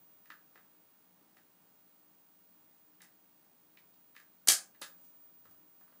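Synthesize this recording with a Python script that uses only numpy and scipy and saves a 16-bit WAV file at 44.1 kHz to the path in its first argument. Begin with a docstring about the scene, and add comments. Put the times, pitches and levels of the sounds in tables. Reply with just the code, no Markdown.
"""Old record changer at work

In a small quiet room, with a phone close by, a cam ticks softly under the deck of an old record changer.
Then a lever snaps over with a sharp clack, and a smaller one follows. Each blow is a burst of noise that
rings the deck, the plinth (the base) and the metal levers; a softer rub follows, and the room echoes it all.
A tube screen whines high up as a few pure tones; motor hum and hiss are filtered noise."""
import sys
import numpy as np
from scipy import signal
from scipy.fft import rfft, irfft
from scipy.io import wavfile
from scipy.ndimage import uniform_filter1d

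SR = 44100
rng = np.random.default_rng(int(sys.argv[2]) if len(sys.argv) > 2 else 0)


def undo_db(level):
    """Turn decibels back into plain size, where 20 dB means ten times bigger."""
    steps = np.asarray(level, float) / 20
    return 10 ** steps


def digitize_waveform(pressure):
    """Quantize a signal to 16-bit integers and store it at the path in sys.argv[1].

    Rows of a 2-D input are taken as channels; values are limited to [-1, 1].
    """
    field = np.atleast_2d(pressure).T
    bounded = np.clip(field, -1, 1)
    quanta = np.round(bounded * 32767).astype(np.int16)
    wavfile.write(sys.argv[1], SR, quanta)


N = 264600  # length in samples: 6 seconds
TIME = np.arange(N) / SR  # seconds
HZ = np.maximum(np.arange(N // 2 + 1) * SR / N, 1)  # spectrum frequencies, kept above 0 for the log

# Blows in the mechanism. Each row: start in seconds, peak of the deck ring in dB, pitch of the struck
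# spot in Hz, peak of the plinth thud in dB, peak of the metal crack in dB (before its lever ring is added).
BLOWS = [(0.2557, -57, 1800, -79, -61), (0.3008, -36.5, 1460, -63, -57), (0.554, -48.5, 1440, -57.5, -65.5),
         (0.5747, -54, 1570, -63, -79), (1.3671, -53.5, 1680, -65, -64), (3.004, -52, 1800, -71, -88),
         (3.0177, -60, 4320, -74, -44.5), (3.0213, -52, 1740, -71, -83), (3.045, -57, 1880, -75, -85),
         (3.771, -49, 2340, -77.5, -67), (3.9394, -66.5, 4200, -96, -66), (4.149, -54, 1600, -83, -69),
         (4.1622, -44.5, 1940, -68.5, -56), (4.1985, -52.5, 1800, -74, -57),
         (4.4725, -30, 1500, -45, -19.5), (4.483, -17.5, 2940, -47, -10.5), (4.4857, -17.5, 2590, -36, -7),
         (4.497, -25.5, 1500, -38, -22.5), (4.5188, -30.5, 1740, -41.5, -16.5),
         (4.746, -59.5, 1830, -82, -78), (4.8144, -41, 1170, -44.5, -36.5),
         (4.8202, -35.5, 3500, -54.5, -70), (4.8253, -41, 1640, -58.5, -38),
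         (5.4515, -57, 1120, -63.5, -61), (5.5088, -64, 1248, -69, -63), (5.808, -58, 1296, -64, -67),
         (5.876, -61, 960, -76, -69), (5.9217, -62, 1380, -64.5, -74)]
# Ringing tones of the metal levers. Each row: pitch in Hz, relative level in dB, time to fall 60 dB in seconds.
LEVER_TONES = [(4560, -3, 0.0816), (5623, -8, .07), (6446, -5, 0.059), (7150, -9, .08), (8240, -6, 0.062),
               (9500, -6, 0.031), (10280, -1.5, 0.089), (12200, -3, .06), (12900, -8.5, .06)]
# Colour of the crack as it leaves the deck. Each row: frequency in Hz, relative gain in dB.
CRACK_COLOUR = [(1500, -26), (3000, -13.5), (4600, -4.5), (7300, -2), (10000, -1), (13000, -4.5),
                (15800, -21)]
# Resonances of the plinth. Each row: pitch in Hz, width in Hz, relative gain in dB.
PLINTH_MODES = [(173, 64, -20), (289, 120, -8.5), (400, 120, -3), (540, 110, 0), (740, 203, 7),
                (1145, 200, -3.5)]
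# Resonances of the deck. Each row: pitch in Hz, width in Hz, relative gain in dB before the spot loss.
DECK_MODES = [(957, 170, -10), (1260, 200, 1.5), (1640, 170, 3), (1950, 400, 2), (2210, 460, 0),
              (2430, 310, 3), (3100, 280, -7), (3585, 390, 2.5), (4340, 2200, -7), (5600, 340, -8.5)]
# A lever sliding, then a low shove. Each row: middle in seconds, spread in seconds, level at the middle in dB,
# centre of the noise in Hz, width in Hz.
SLIDES = [(5.045, 0.041, -75.5, 8570, 7000), (5.5, 0.066, -86, 81, 50.1)]
# Echo of the room. Each row: frequency in Hz, time to fall 60 dB in seconds, relative level in dB.
ROOM_ECHO = [(150, 0.11, -4), (463, 0.39, 0.5), (1500, 0.26, 2.5), (3500, 0.18, 6), (7370, 0.23, 6.5),
             (12990, 0.16, 2)]
# The wall behind the deck. Its one row: delay in seconds, gain in dB, centre in Hz, width in Hz.
WALL = (.0175, -8, 1700, 2200)
# Level of the screen whine. 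Each row: time in seconds, level in dB before the waver.
WHINE_LEVEL = [(0, -62), (.35, -64.5), (.9, -67), (1.3, -70), (1.55, -68.6), (1.8, -65.6), (2.1, -66.5),
               (2.55, -65), (3.5, -68), (4.1, -64.5), (4.4, -66.5), (4.64, -68.5), (4.9, -59.5),
               (5.3, -60.5), (5.55, -64), (5.8, -59), (6, -64)]
# Side tones of the whine. Each row: distance from it in field rates, level in dB.
SIDE_TONES = [(-5, -97), (-1, -85), (1, -83), (2, -93), (3, -92), (4, -93)]
# How far the whine wavers. Each row: time in seconds, typical swing in dB.
WAVER = [(4.7, .4), (4.9, 2.2)]
# Motor hum. Each row: pitch in Hz, width in Hz, level in dB.
HUM = [(183.2, 5.4, -82), (243.1, 11, -90), (304.4, 8.8, -82.5)]
# Colour of the room and microphone hiss. Each row: frequency in Hz, relative level per Hz in dB.
HISS_COLOUR = [(18, -69), (30, -58), (59, -16.5), (183, -6), (300, -6), (409, -10.5), (888, -9.5),
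               (2030, -17), (5570, -20), (8870, -18.5), (14500, -21)]
# Swell of the lower hiss, fuller at both ends. Each row: time in seconds, gain in dB before the flutter.
RUSTLE = [(0, 3.5), (.5, 3), (1.4, 2.7), (2.3, 2.1), (4.6, 2), (6, 3)]


def rms1(x):
    """Scale to an average (rms) strength of 1."""
    return x / np.sqrt(np.mean(x ** 2))


def peak1(x):
    """Scale so the highest peak is 1."""
    return x / np.abs(x).max()


def colour(x, points):
    """Filter by gains at a few frequencies, joined by straight lines on a log pitch axis."""
    hz, db = np.transpose(points)
    gain = undo_db(np.interp(np.log(HZ), np.log(hz), db))
    return irfft(rfft(x) * gain, N)


def even(x, size):
    """Smooth out chance peaks and holes of a spectrum, averaged over size bins."""
    spectrum = rfft(x)
    power = uniform_filter1d(np.abs(spectrum) ** 2, size)
    return irfft(spectrum / np.sqrt(power + 1e-18), len(x))


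def ring(x, hz, width):
    """One resonance, with gain 1 at its centre."""
    return signal.lfilter(*signal.iirpeak(hz, hz / width, fs=SR), x)


def ring_body(push, modes):
    """A solid body rings at many pitches at once; neighbouring modes have opposite signs."""
    total = 0
    for k, (hz, width, db) in enumerate(modes):
        # the second, wider pass trims what lies far from the pitch
        mode = ring(ring(push, hz, width), hz, 3 * width)
        total = total + (-1) ** k * undo_db(db) * mode
    return total


def walk(rate):
    """Random levels, rate new ones a second, smoothed twice and scaled to unit spread."""
    hold = int(SR / rate)
    steps = np.repeat(rng.standard_normal(N // hold + 1), hold)
    smooth = uniform_filter1d(uniform_filter1d(steps, hold), hold)
    return rms1(smooth[:N])


def contact_noise(t, u):
    """A blow is a short chatter of contacts, after which loose parts rattle on."""
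    chatter = even(rng.standard_normal(len(t)) * u * np.exp(-u), size=4)
    chatter = chatter * np.minimum(3.3 * u, 1) * np.exp(-(u / 5) ** 2)
    rattle_db, rattle_ms = -18, 15  # peak against the chatter, fading time
    rattle = rng.standard_normal(len(t)) * np.minimum(u / 2, 1) * np.exp(-1000 * t / rattle_ms)
    return peak1(chatter) + undo_db(rattle_db) * peak1(rattle)


def deck_ring(chatter, spot_hz, contact_ms):
    """Deck modes near the pitch of the struck spot ring most; a longer contact wakes fewer of them."""
    loss_db = 12.5 + 0.3 * contact_ms  # per octave away from the spot
    modes = [(hz, width, db - loss_db * abs(np.log2(hz / spot_hz))) for hz, width, db in DECK_MODES]
    return peak1(ring_body(chatter, modes))


def plinth_thud(chatter, u):
    """The plinth thumps under a smooth push plus the chatter."""
    push = 0.69 * peak1(u * np.exp(-3 * u)) + peak1(chatter)
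    return peak1(ring_body(push, PLINTH_MODES))


def metal_crack(chatter, crack_response, lever):
    """The coloured chatter is a bright crack that also sets the metal levers ringing."""
    lever_db = -20.5  # peak of the ring against the crack
    crack = signal.fftconvolve(chatter, crack_response)[256:256 + len(chatter)]
    lever_ring = signal.fftconvolve(crack, lever)[:len(chatter)]
    return peak1(crack) + undo_db(lever_db) * peak1(lever_ring)


def slides():
    """Soft rubbing after the clacks: filtered noise that swells and fades once a row."""
    out = np.zeros(N)
    for middle, spread, db, hz, width in SLIDES:
        swell = np.exp(-.5 * ((TIME - middle) / spread) ** 2)
        out += undo_db(db) * swell * rms1(ring(rng.standard_normal(N), hz, width))
    return out


def mechanism():
    """Each blow rings the deck, thumps the plinth and cracks the levers; the slides are added."""
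    t = TIME[:4096]
    lever = 0
    for hz, db, t60 in LEVER_TONES:
        lever = lever + undo_db(db) * np.exp(-np.log(1000) * t / t60) * np.sin(2 * np.pi * hz * t)
    click = 1. * (np.arange(N) == 256)
    crack_response = colour(click, CRACK_COLOUR)[:512]
    out = np.zeros(N + len(t))
    for start, deck_db, spot_hz, thud_db, crack_db in BLOWS:
        # 2.68 ms of contact on a spot that rings at 1 kHz; stiffer, higher spots let go sooner
        contact_ms = 2.68 * (1000 / spot_hz) ** .7
        u = 1000 * t / contact_ms  # time counted in contacts
        chatter = contact_noise(t, u)
        blow = undo_db(deck_db) * deck_ring(chatter, spot_hz, contact_ms)
        blow += undo_db(thud_db) * plinth_thud(chatter, u)
        blow += undo_db(crack_db) * metal_crack(chatter, crack_response, lever)
        i = int(start * SR)
        out[i:i + len(t)] += blow
    return out[:N] + slides()


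def room(x):
    """Dense reflections build up in a few ms and die away band by band; one wall answers, dull."""
    t = TIME[:SR // 2]
    hz, t60, db = np.transpose(ROOM_ECHO)
    # even out the spectrum of a fading noise, then undo the fade over the first 0.3 s
    noise = even(rng.standard_normal(len(t)) * np.exp(-t / .03), size=120)
    noise = noise * np.exp(np.minimum(t, .3) / .03)
    spectrum = rfft(noise)
    octave = np.log2(np.arange(len(t) // 2 + 1) * SR / len(t) + 1)
    tail = 0
    for centre in np.arange(6, 15, .5):
        # overlapping bands, half an octave apart, that add up flat
        band = irfft(spectrum * np.maximum(1 - 2 * np.abs(octave - centre), 0), len(t))
        decay = np.exp(-np.log(1000) * t / np.interp(centre, np.log2(hz), t60))
        tail = tail + undo_db(np.interp(centre, np.log2(hz), db)) * band * decay
    tail = tail * (1 - np.exp(-t / 0.0051))
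    response = undo_db(-.5) * tail / np.sqrt(np.sum(tail ** 2))  # echo energy in dB against the direct sound
    response[0] += 1  # the direct sound
    delay, wall_db, wall_hz, width = WALL
    bounce = 1. * (np.arange(len(t)) == int(delay * SR))
    response += undo_db(wall_db) * ring(bounce, wall_hz, width)
    return signal.fftconvolve(x, response)[:N]


def screen():
    """The line-scan tone with side tones at the field rate; it wavers more once things move in its sound waves."""
    line_hz, field_hz = 15382.7, 58.6
    waver = np.interp(TIME, *np.transpose(WAVER)) * walk(45)  # 45 new levels a second
    db = np.interp(TIME, *np.transpose(WHINE_LEVEL)) + waver
    tones = undo_db(db) * np.sin(2 * np.pi * line_hz * TIME)
    for k, side_db in SIDE_TONES:
        tones += undo_db(side_db) * np.sin(2 * np.pi * (line_hz + k * field_hz) * TIME)
    return np.sqrt(2) * tones  # so the table levels are rms


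def motor_hum():
    """The motor hums in a few narrow bands of noise."""
    return sum(undo_db(db) * rms1(ring(rng.standard_normal(N), hz, width)) for hz, width, db in HUM)


def room_hiss():
    """Steady room and microphone hiss whose lower part swells with movement nearby."""
    hiss_db, rustle_hz = -72.5, 2490  # rms before the swell, upper edge of the swelling part
    hiss = undo_db(hiss_db) * rms1(colour(rng.standard_normal(N), HISS_COLOUR))
    low = signal.sosfilt(signal.butter(1, rustle_hz, fs=SR, output="sos"), hiss)
    flutter_db = 0.54 * walk(12)
    swell = undo_db(np.interp(TIME, *np.transpose(RUSTLE)) + flutter_db)
    return hiss - low + swell * low


def scene():
    """The mechanism in its room, over whine, hum and hiss."""
    return (room(mechanism()) + screen() + motor_hum() + room_hiss())[None]


def top_cut(x):
    """Nothing passes above the cut-off."""
    return signal.sosfilt(signal.butter(12, 16160, fs=SR, output="sos"), x)


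def record(dry):
    """The phone cuts the deep bass below 100 Hz and the very top above 15760 Hz."""
    x = signal.sosfilt(signal.butter(6, 100, "high", fs=SR, output="sos"), dry)
    x = signal.sosfilt(signal.ellip(10, .2, 80, 15760, fs=SR, output="sos"), x)
    return top_cut(x)


dry = scene()
out = record(dry)
digitize_waveform(out)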